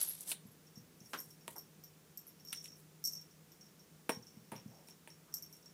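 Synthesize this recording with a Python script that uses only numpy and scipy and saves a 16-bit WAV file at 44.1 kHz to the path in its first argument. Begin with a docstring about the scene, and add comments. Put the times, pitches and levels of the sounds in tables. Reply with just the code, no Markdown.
"""A cat's collar pendant clinks as the cat plays with a feather wand on a cloth-covered table stacked with books.
Pendant and a tinier piece of metal, heard mostly at the start, are decaying sine modes with noise clicks.
The toy swishes as swelling coloured noise and taps the books as filtered noise bursts with book modes.
Paws thud as band-passed pushes; room air (noise), an appliance hum and a faint whine (sines) lie behind."""
import sys
import numpy as np
from scipy import signal
from scipy.fft import rfft, irfft
from scipy.io import wavfile
from scipy.ndimage import uniform_filter1d

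SR = 44100
rng = np.random.default_rng(int(sys.argv[2]) if len(sys.argv) > 2 else 0)


def transcribe(signal):
    """Save signal, clipped to [-1, 1], as a 16-bit WAV file at the path in sys.argv[1]."""
    frames = np.atleast_2d(signal).T
    limited = np.clip(frames, -1, 1)
    pcm = np.round(limited * 32767).astype(np.int16)
    wavfile.write(sys.argv[1], SR, pcm)


N = 253071
TIME_S = np.arange(N) / SR
HIT_TIME_S = np.arange(SR // 4) / SR

# low and high mode clusters of the collar pendant: pitch_hz, relative_level_db, t60_s
PENDANT_LOW_MODES = [(5504, 1.5, 0.031), (5360, -6, 0.008), (5550, -9, 0.12), (5637, -5.5, 0.032),
                     (5937, -6.5, 0.026), (5930, -15, 0.07), (6474, -20, 0.1)]
PENDANT_HIGH_MODES = [(12200, -6, 0.039), (13020, 71, 0.017), (12600, -18, 0.016), (13700, -3, 0.079)]


def amp(db):
    """Decibels to gain."""
    return 10 ** (np.asarray(db) / 20)


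def rms(x):
    """Root mean square."""
    return np.sqrt(np.mean(x ** 2))


def add(out, start_s, sound):
    """Mix a sound into out at start_s."""
    i = int(np.clip(start_s * SR, 0, N - 1))
    out[i:i + len(sound)] += sound[:N - i]


def on_log_axis(hz, points):
    """Interpolate (Hz, value) points on a log-frequency axis."""
    point_hz, value = np.transpose(points)
    return np.interp(np.log(hz + 1), np.log(point_hz), value)


def colour(x, points):
    """Shape the spectrum of x by (Hz, dB) points, at rms 1."""
    gain = amp(on_log_axis(np.fft.rfftfreq(len(x), 1 / SR), points))
    y = irfft(rfft(x) * gain, len(x))
    return y / rms(y)


def band(x, lo_hz, hi_hz, order=2):
    """Causal Butterworth band-pass."""
    edges_hz = [lo_hz, min(hi_hz, SR / 2 - 100)]
    return signal.sosfilt(signal.butter(order, edges_hz, "band", fs=SR, output="sos"), x)


def fade(t60_s):
    """Exponential decay of one hit, 60 dB down after t60_s."""
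    return np.exp(-np.log(1000) * HIT_TIME_S / max(t60_s, 1e-4))


def hit_noise(t60_s):
    """White noise burst with exponential decay."""
    return rng.standard_normal(len(HIT_TIME_S)) * fade(t60_s)


def at_peak(x, db, size=132):
    """Scale a hit so that the rms of its loudest 3 ms is db."""
    loudest_power = uniform_filter1d(x ** 2, size, mode="constant").max()
    return x * amp(db) / np.sqrt(loudest_power)


def walk(rate_hz):
    """Smooth random wander at rms 1, from random steps at rate_hz."""
    step = int(SR / rate_hz)
    y = uniform_filter1d(np.repeat(rng.standard_normal(N // step + 1), step), step)[:N]
    return y / rms(y)


def swell(middle_s, length_s):
    """Gaussian stroke envelope: speeds up and slows down evenly about its middle."""
    return np.exp(-2 * ((TIME_S - middle_s) / length_s) ** 2)


def grains(spread_db):
    """Countless tiny fibre slips of unequal size: noise with a fast random level."""
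    return rng.standard_normal(N) * amp(spread_db * walk(400))


def background(waver_db=2.0, phase_wander_rad=0.059):
    """Still room air as coloured noise, a nearly steady appliance hum and a faint electrical whine."""
    # air noise density: pitch_hz, relative_level_db_per_hz
    air_spectrum = [(15, -51), (25, -27), (48, -22), (97, -10), (134, -15), (161, 0.5), (242, -9),
                    (463, -10.5), (560, -16.5), (818, -19.5), (4370, -25.5), (5570, -23.5), (10700, -26.5),
                    (14800, -26.5), (16000, -43)]
    air_db = -67  # rms within 200-4500 Hz
    hum_hz, hum_db = 154.6, -69
    whine_hz, whine_db = 15000, -79.5

    air = colour(rng.standard_normal(N), air_spectrum)
    air *= amp(air_db) / rms(band(air, 200, 4500))
    hum_gain = amp(hum_db + waver_db * walk(3.4))
    hum = hum_gain * np.sin(2 * np.pi * hum_hz * TIME_S + phase_wander_rad * walk(2.7))
    whine = amp(whine_db) * np.sin(2 * np.pi * whine_hz * TIME_S)
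    return air + np.sqrt(2) * (hum + whine)  # sqrt(2): sine peak for the rms level


def thuds(low_hz=115, high_hz=240, push_t60_s=0.0031):
    """A padded paw gives the table one soft push: a short decay, band-passed low."""
    # paw landings: start_s, peak_db
    paw_thuds = [(0.452, -46.5), (0.772, -45), (1.012, -50), (1.27, -54.5), (1.481, -52.5), (4.169, -42),
                 (4.37, -46.5), (4.521, -43), (4.554, -47.5), (4.658, -40)]
    out = np.zeros(N)
    thud = band(fade(push_t60_s), low_hz, high_hz, order=3)
    thud /= np.abs(thud).max()
    for start_s, peak_db in paw_thuds:
        add(out, start_s, amp(peak_db) * thud)
    return out


def taps(modes_db=-3, crack_spread=1.3):
    """Toy, wand and claws hit books: sharp contact, scuff, dull book modes; the spot hit sets the crack pitch."""
    # hits: start_s, body_db, crack_db, crack_hz, tick_db, scuff_t60_s, scuff_db (relative to contact)
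    book_taps = [(0.316, -51, -37.5, 3400, -35.5, 0.056, 18), (1.134, -48, -38.5, 1190, -64, .13, 3),
                 (1.4796, -42.5, -43.5, 2970, -43.5, .07, -9.5), (1.557, -53.5, -76, 1610, -58, .13, 6),
                 (2.528, -70, -40.5, 3080, -39.5, 0.048, 23),
                 (4.0932, -28.5, -32.5, 2480, -38.5, 0.071, -0.5),
                 (4.518, -43.5, -51, 2190, -52.5, 0.15, 1), (4.555, -58.5, -57.5, 2515, -71, 0.25, 0),
                 (4.886, -61.5, -56.5, 2980, -59.5, 0.19, -12), (5.075, -52.5, -51, 2150, -58, .17, -3.5)]
    # book resonances: pitch_hz, width_hz, relative_level_db
    book_modes = [(345, 47, -6.5), (636, 38, 0), (664, 230, 3), (919, 41, 2.5), (1590, 150, -4),
                  (1910, 23, -13.5), (3000, 440, -36)]

    books = np.zeros(len(HIT_TIME_S))
    for k, (hz, width_hz, db) in enumerate(book_modes):
        decay = np.exp(-np.pi * width_hz * HIT_TIME_S)
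        books += (-1) ** k * amp(db) * np.sin(2 * np.pi * hz * HIT_TIME_S) * decay

    out = np.zeros(N)
    for start_s, body_db, crack_db, crack_hz, tick_db, scuff_t60_s, scuff_db in book_taps:
        contact = hit_noise(0.0017)
        scuff = hit_noise(scuff_t60_s)
        force = at_peak(contact, 0) + at_peak(scuff, scuff_db)
        dull = band(force, 190, 1190, order=3)
        body = at_peak(dull, 0) + at_peak(books, modes_db)
        crack = band(force, crack_hz / crack_spread, crack_hz * crack_spread, order=1)
        tick = band(force, 8300, 10000, order=1)
        add(out, start_s, at_peak(body, body_db))
        add(out, start_s, at_peak(crack, crack_db))
        add(out, start_s, at_peak(tick, tick_db))
    # so light a blow moves no deep bass
    return band(out, 130, 18000)


def rustle(grain_db=3.0):
    """Feathers and string drag over cloth and paper; later fur and feathers brush the books: swelling noise."""
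    # drag noise spectra: pitch_hz, relative_level_db
    hiss_spectrum = [(4000, -17.5), (6000, -7.5), (9000, 4), (11000, 4.5), (14000, -2), (16000, -17)]
    scrape_spectrum = [(250, -1), (600, 5.5), (1500, 2), (2400, 5), (3600, 11.5), (6000, 13), (9000, -13)]
    # toy strokes: middle_s, length_s, hiss_db, scrape_db
    toy_drags = [(0.01, 0.058, -44, -48), (0.102, 0.13, -52.5, -58), (0.218, .03, -53, -66),
                 (0.304, 0.046, -41.5, -52.5)]
    # brushing strokes: middle_s, length_s, level_db, centre_hz
    book_brushes = [(1.186, 0.22, -62.5, 9800), (1.517, 0.054, -60, 10000), (2.657, .03, -62, 2880),
                    (2.656, 0.04, -57.5, 8600), (2.796, .046, -68, 10200), (4.769, 0.12, -66.5, 599),
                    (4.89, .035, -65, 9900), (5.316, .11, -72, 1080), (5.549, 0.093, -68.5, 9300)]

    out = np.zeros(N)
    hiss = colour(grains(grain_db), hiss_spectrum)
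    scrape = colour(grains(grain_db), scrape_spectrum)
    for middle_s, length_s, hiss_db, scrape_db in toy_drags:
        out += swell(middle_s, length_s) * (amp(hiss_db) * hiss + amp(scrape_db) * scrape)
    fibres = grains(grain_db)
    for middle_s, length_s, level_db, centre_hz in book_brushes:
        brush = band(fibres, centre_hz / 1.27, centre_hz * 1.37)
        out += amp(level_db) * swell(middle_s, length_s) * brush / rms(brush)
    return out


def ring(modes, detune, scatter_db=4):
    """One blow on small metal: where it lands decides each mode's share and sign."""
    out = np.zeros(len(HIT_TIME_S))
    for hz, db, t60_s in modes:
        level_chance, pitch_chance, sign_chance = rng.standard_normal(3)
        gain = np.sign(sign_chance) * amp(db + scatter_db * level_chance)
        mode_hz = hz * (1 + detune * pitch_chance)
        out += gain * np.sin(2 * np.pi * mode_hz * HIT_TIME_S) * fade(t60_s)
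    return out


def jingle(blows, low_modes, high_modes, detune, click_db, bounce_db, bounce_s, hardening=0.25, count=3):
    """Metal meets metal: click and short ring, count contacts in all, each bounce_db below the last."""
    out = np.zeros(N)
    loudest_db = np.max(np.array(blows)[:, 1:])
    for start_s, low_db, high_db in blows:
        strength_db = max(low_db, high_db)
        # harder blows click more relative to their ring
        contact_db = strength_db + click_db + hardening * (strength_db - loudest_db)
        for k in range(count):
            tone = at_peak(ring(low_modes, detune), low_db) + at_peak(ring(high_modes, detune), high_db)
            click = at_peak(band(hit_noise(0.0031), 5600, 13300), contact_db + k * bounce_db / 2)
            add(out, start_s, amp(k * bounce_db) * (tone + click))
            start_s += bounce_s * (.5 + rng.random())
    # so small a piece radiates almost nothing below its lowest mode
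    return band(out, 4800, 15000, order=5)


def trinket_tinkles():
    """A tiny piece of metal rings in two narrow mode groups, with very faint clicks."""
    # blows: start_s, low_db, high_db
    tinkle_blows = [(0.014, -29, -57), (0.037, -45, -58), (0.075, -45, -45), (0.088, -36.5, -47),
                    (0.121, -46, -61), (0.468, -63, -74), (0.515, -63.5, -81), (2.268, -53.5, -70)]
    # modes of the tiny piece: pitch_hz, relative_level_db, t60_s
    trinket_low_modes = [(11215, -4, .03), (11305, 0, .04), (11345, -3, .03)]
    trinket_high_modes = [(12600, 0, 0.137)]
    return jingle(tinkle_blows, trinket_low_modes, trinket_high_modes,
                  detune=0.00094, click_db=-32, bounce_db=-2.5, bounce_s=.009)


def pendant_shivers(rate_hz=70, jitter=0.91, scatter_db=5.0, dull_db=-11, count=60):
    """As the cat shifts its weight the pendant grazes its ring at uneven moments and with uneven force."""
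    # trembling spells: start_s, length_s, level_db (at turn_share)
    trembling_spells = [(2.484, 0.14, -49.5), (2.67, 0.11, -62.5), (3.145, 0.041, -48.5),
                        (4.085, 0.083, -49.5), (4.278, .23, -72.5), (4.561, .05, -57), (4.677, 0.14, -67),
                        (4.862, 0.074, -58), (5.362, 0.025, -49.5)]
    # level sinks slowly up to turn_share of the spell, then faster
    turn_share, start_db, end_db = 0.51, 2, -8.5

    grazes = []
    for start_s, length_s, level_db in trembling_spells:
        for k, (early, force) in enumerate(rng.uniform(-1, 1, (count, 2))):
            age_s = (k + .5 + jitter * early / 2) / rate_hz
            if age_s < length_s:
                fall_db = np.interp(age_s / length_s, [0, turn_share, 1], [start_db, 0, end_db])
                low_db = level_db + fall_db + scatter_db * force
                grazes.append((start_s + age_s, low_db, low_db + dull_db))
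    return jingle(grazes, PENDANT_LOW_MODES, PENDANT_HIGH_MODES,
                  detune=0.0043, click_db=-12, bounce_db=0, bounce_s=0, count=1)


def pendant_clinks():
    """Each collar jerk strikes the pendant; it swings out and falls back on its ring, weaker and duller."""
    # collar jerks: start_s, low_db, high_above_low_db
    collar_jerks = [(0.669, -66.5, -7), (0.757, -57, -12.5), (0.777, -57.5, -5), (1.004, -57, -14),
                    (1.058, -57, -21), (1.175, -55, 0), (1.188, -46.5, 2), (1.202, -59, 16),
                    (1.304, -59.5, -3), (1.409, -64.5, -4.5), (1.563, -53, 2), (1.582, -52, 7.5),
                    (1.838, -55.5, 2.5), (2.174, -53, 8.5), (2.276, -62, 7), (2.399, -62, -4),
                    (2.45, -59.5, 4.5), (2.473, -53, -9), (2.497, -50.5, -9), (2.642, -48.5, -17),
                    (3.0403, -40, -1), (3.052, -34.5, -4.5), (3.0737, -37.5, -3), (3.123, -56, 7),
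                    (3.133, -45.5, -3.5), (3.213, -55, -7), (3.31, -64.5, -13), (3.519, -60.5, 0.5),
                    (3.61, -56.5, -15), (3.665, -61.5, -16), (3.794, -63.5, -8), (4.225, -60.5, -20),
                    (4.269, -54, -22), (5.103, -55.5, -18), (5.325, -58, -28), (5.3401, -38.5, 3),
                    (5.424, -49, 1.5), (5.527, -55, -2.5), (5.626, -64, -14), (5.659, -56, -18.5)]
    swing_s, swing_loss_db, swing_dull_db = .039, -13, -4

    blows = []
    for start_s, low_db, bright_db in collar_jerks:
        back_db = low_db + swing_loss_db
        blows.append((start_s, low_db, low_db + bright_db))
        blows.append((start_s + swing_s, back_db, back_db + bright_db + swing_dull_db))
    return jingle(blows, PENDANT_LOW_MODES, PENDANT_HIGH_MODES,
                  detune=0.003, click_db=-6.5, bounce_db=-4, bounce_s=.0045)


def room(x, wet_db, gap_s=0.0036):
    """Table and shelves throw sound back within a few ms; the tail dies fast among books and cloth."""
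    # reverberation time: pitch_hz, t60_s
    room_decay = [(150, 0.27), (1000, .25), (5500, 0.21), (13000, 0.12)]
    t = np.arange(SR // 2) / SR
    edges_hz = np.geomspace(80, 20000, 9)
    noise = rng.standard_normal(len(t))
    tail = np.zeros(len(t))
    for lo_hz, hi_hz in zip(edges_hz, edges_hz[1:]):
        t60_s = on_log_axis(np.sqrt(lo_hz * hi_hz), room_decay)
        tail += band(noise, lo_hz, hi_hz) * np.exp(-np.log(1000) * t / t60_s)
    tail *= t > gap_s
    return x + amp(wet_db) * signal.fftconvolve(x, tail / np.linalg.norm(tail))[:N]


def scene():
    """All sources in the room, heard by one microphone."""
    metal = room(pendant_clinks() + pendant_shivers() + trinket_tinkles(), wet_db=-2.5)
    book_hits = room(taps(), wet_db=-10.5)
    paws = room(thuds(), wet_db=-9.5)
    return (metal + book_hits + paws + rustle() + background())[None]


def record(dry):
    """The recorder cuts the very top with a steep elliptic low-pass."""
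    top_hz = 15900
    return signal.sosfilt(signal.ellip(8, .2, 70, top_hz, fs=SR, output="sos"), dry)


dry = scene()
out = record(dry)
transcribe(out)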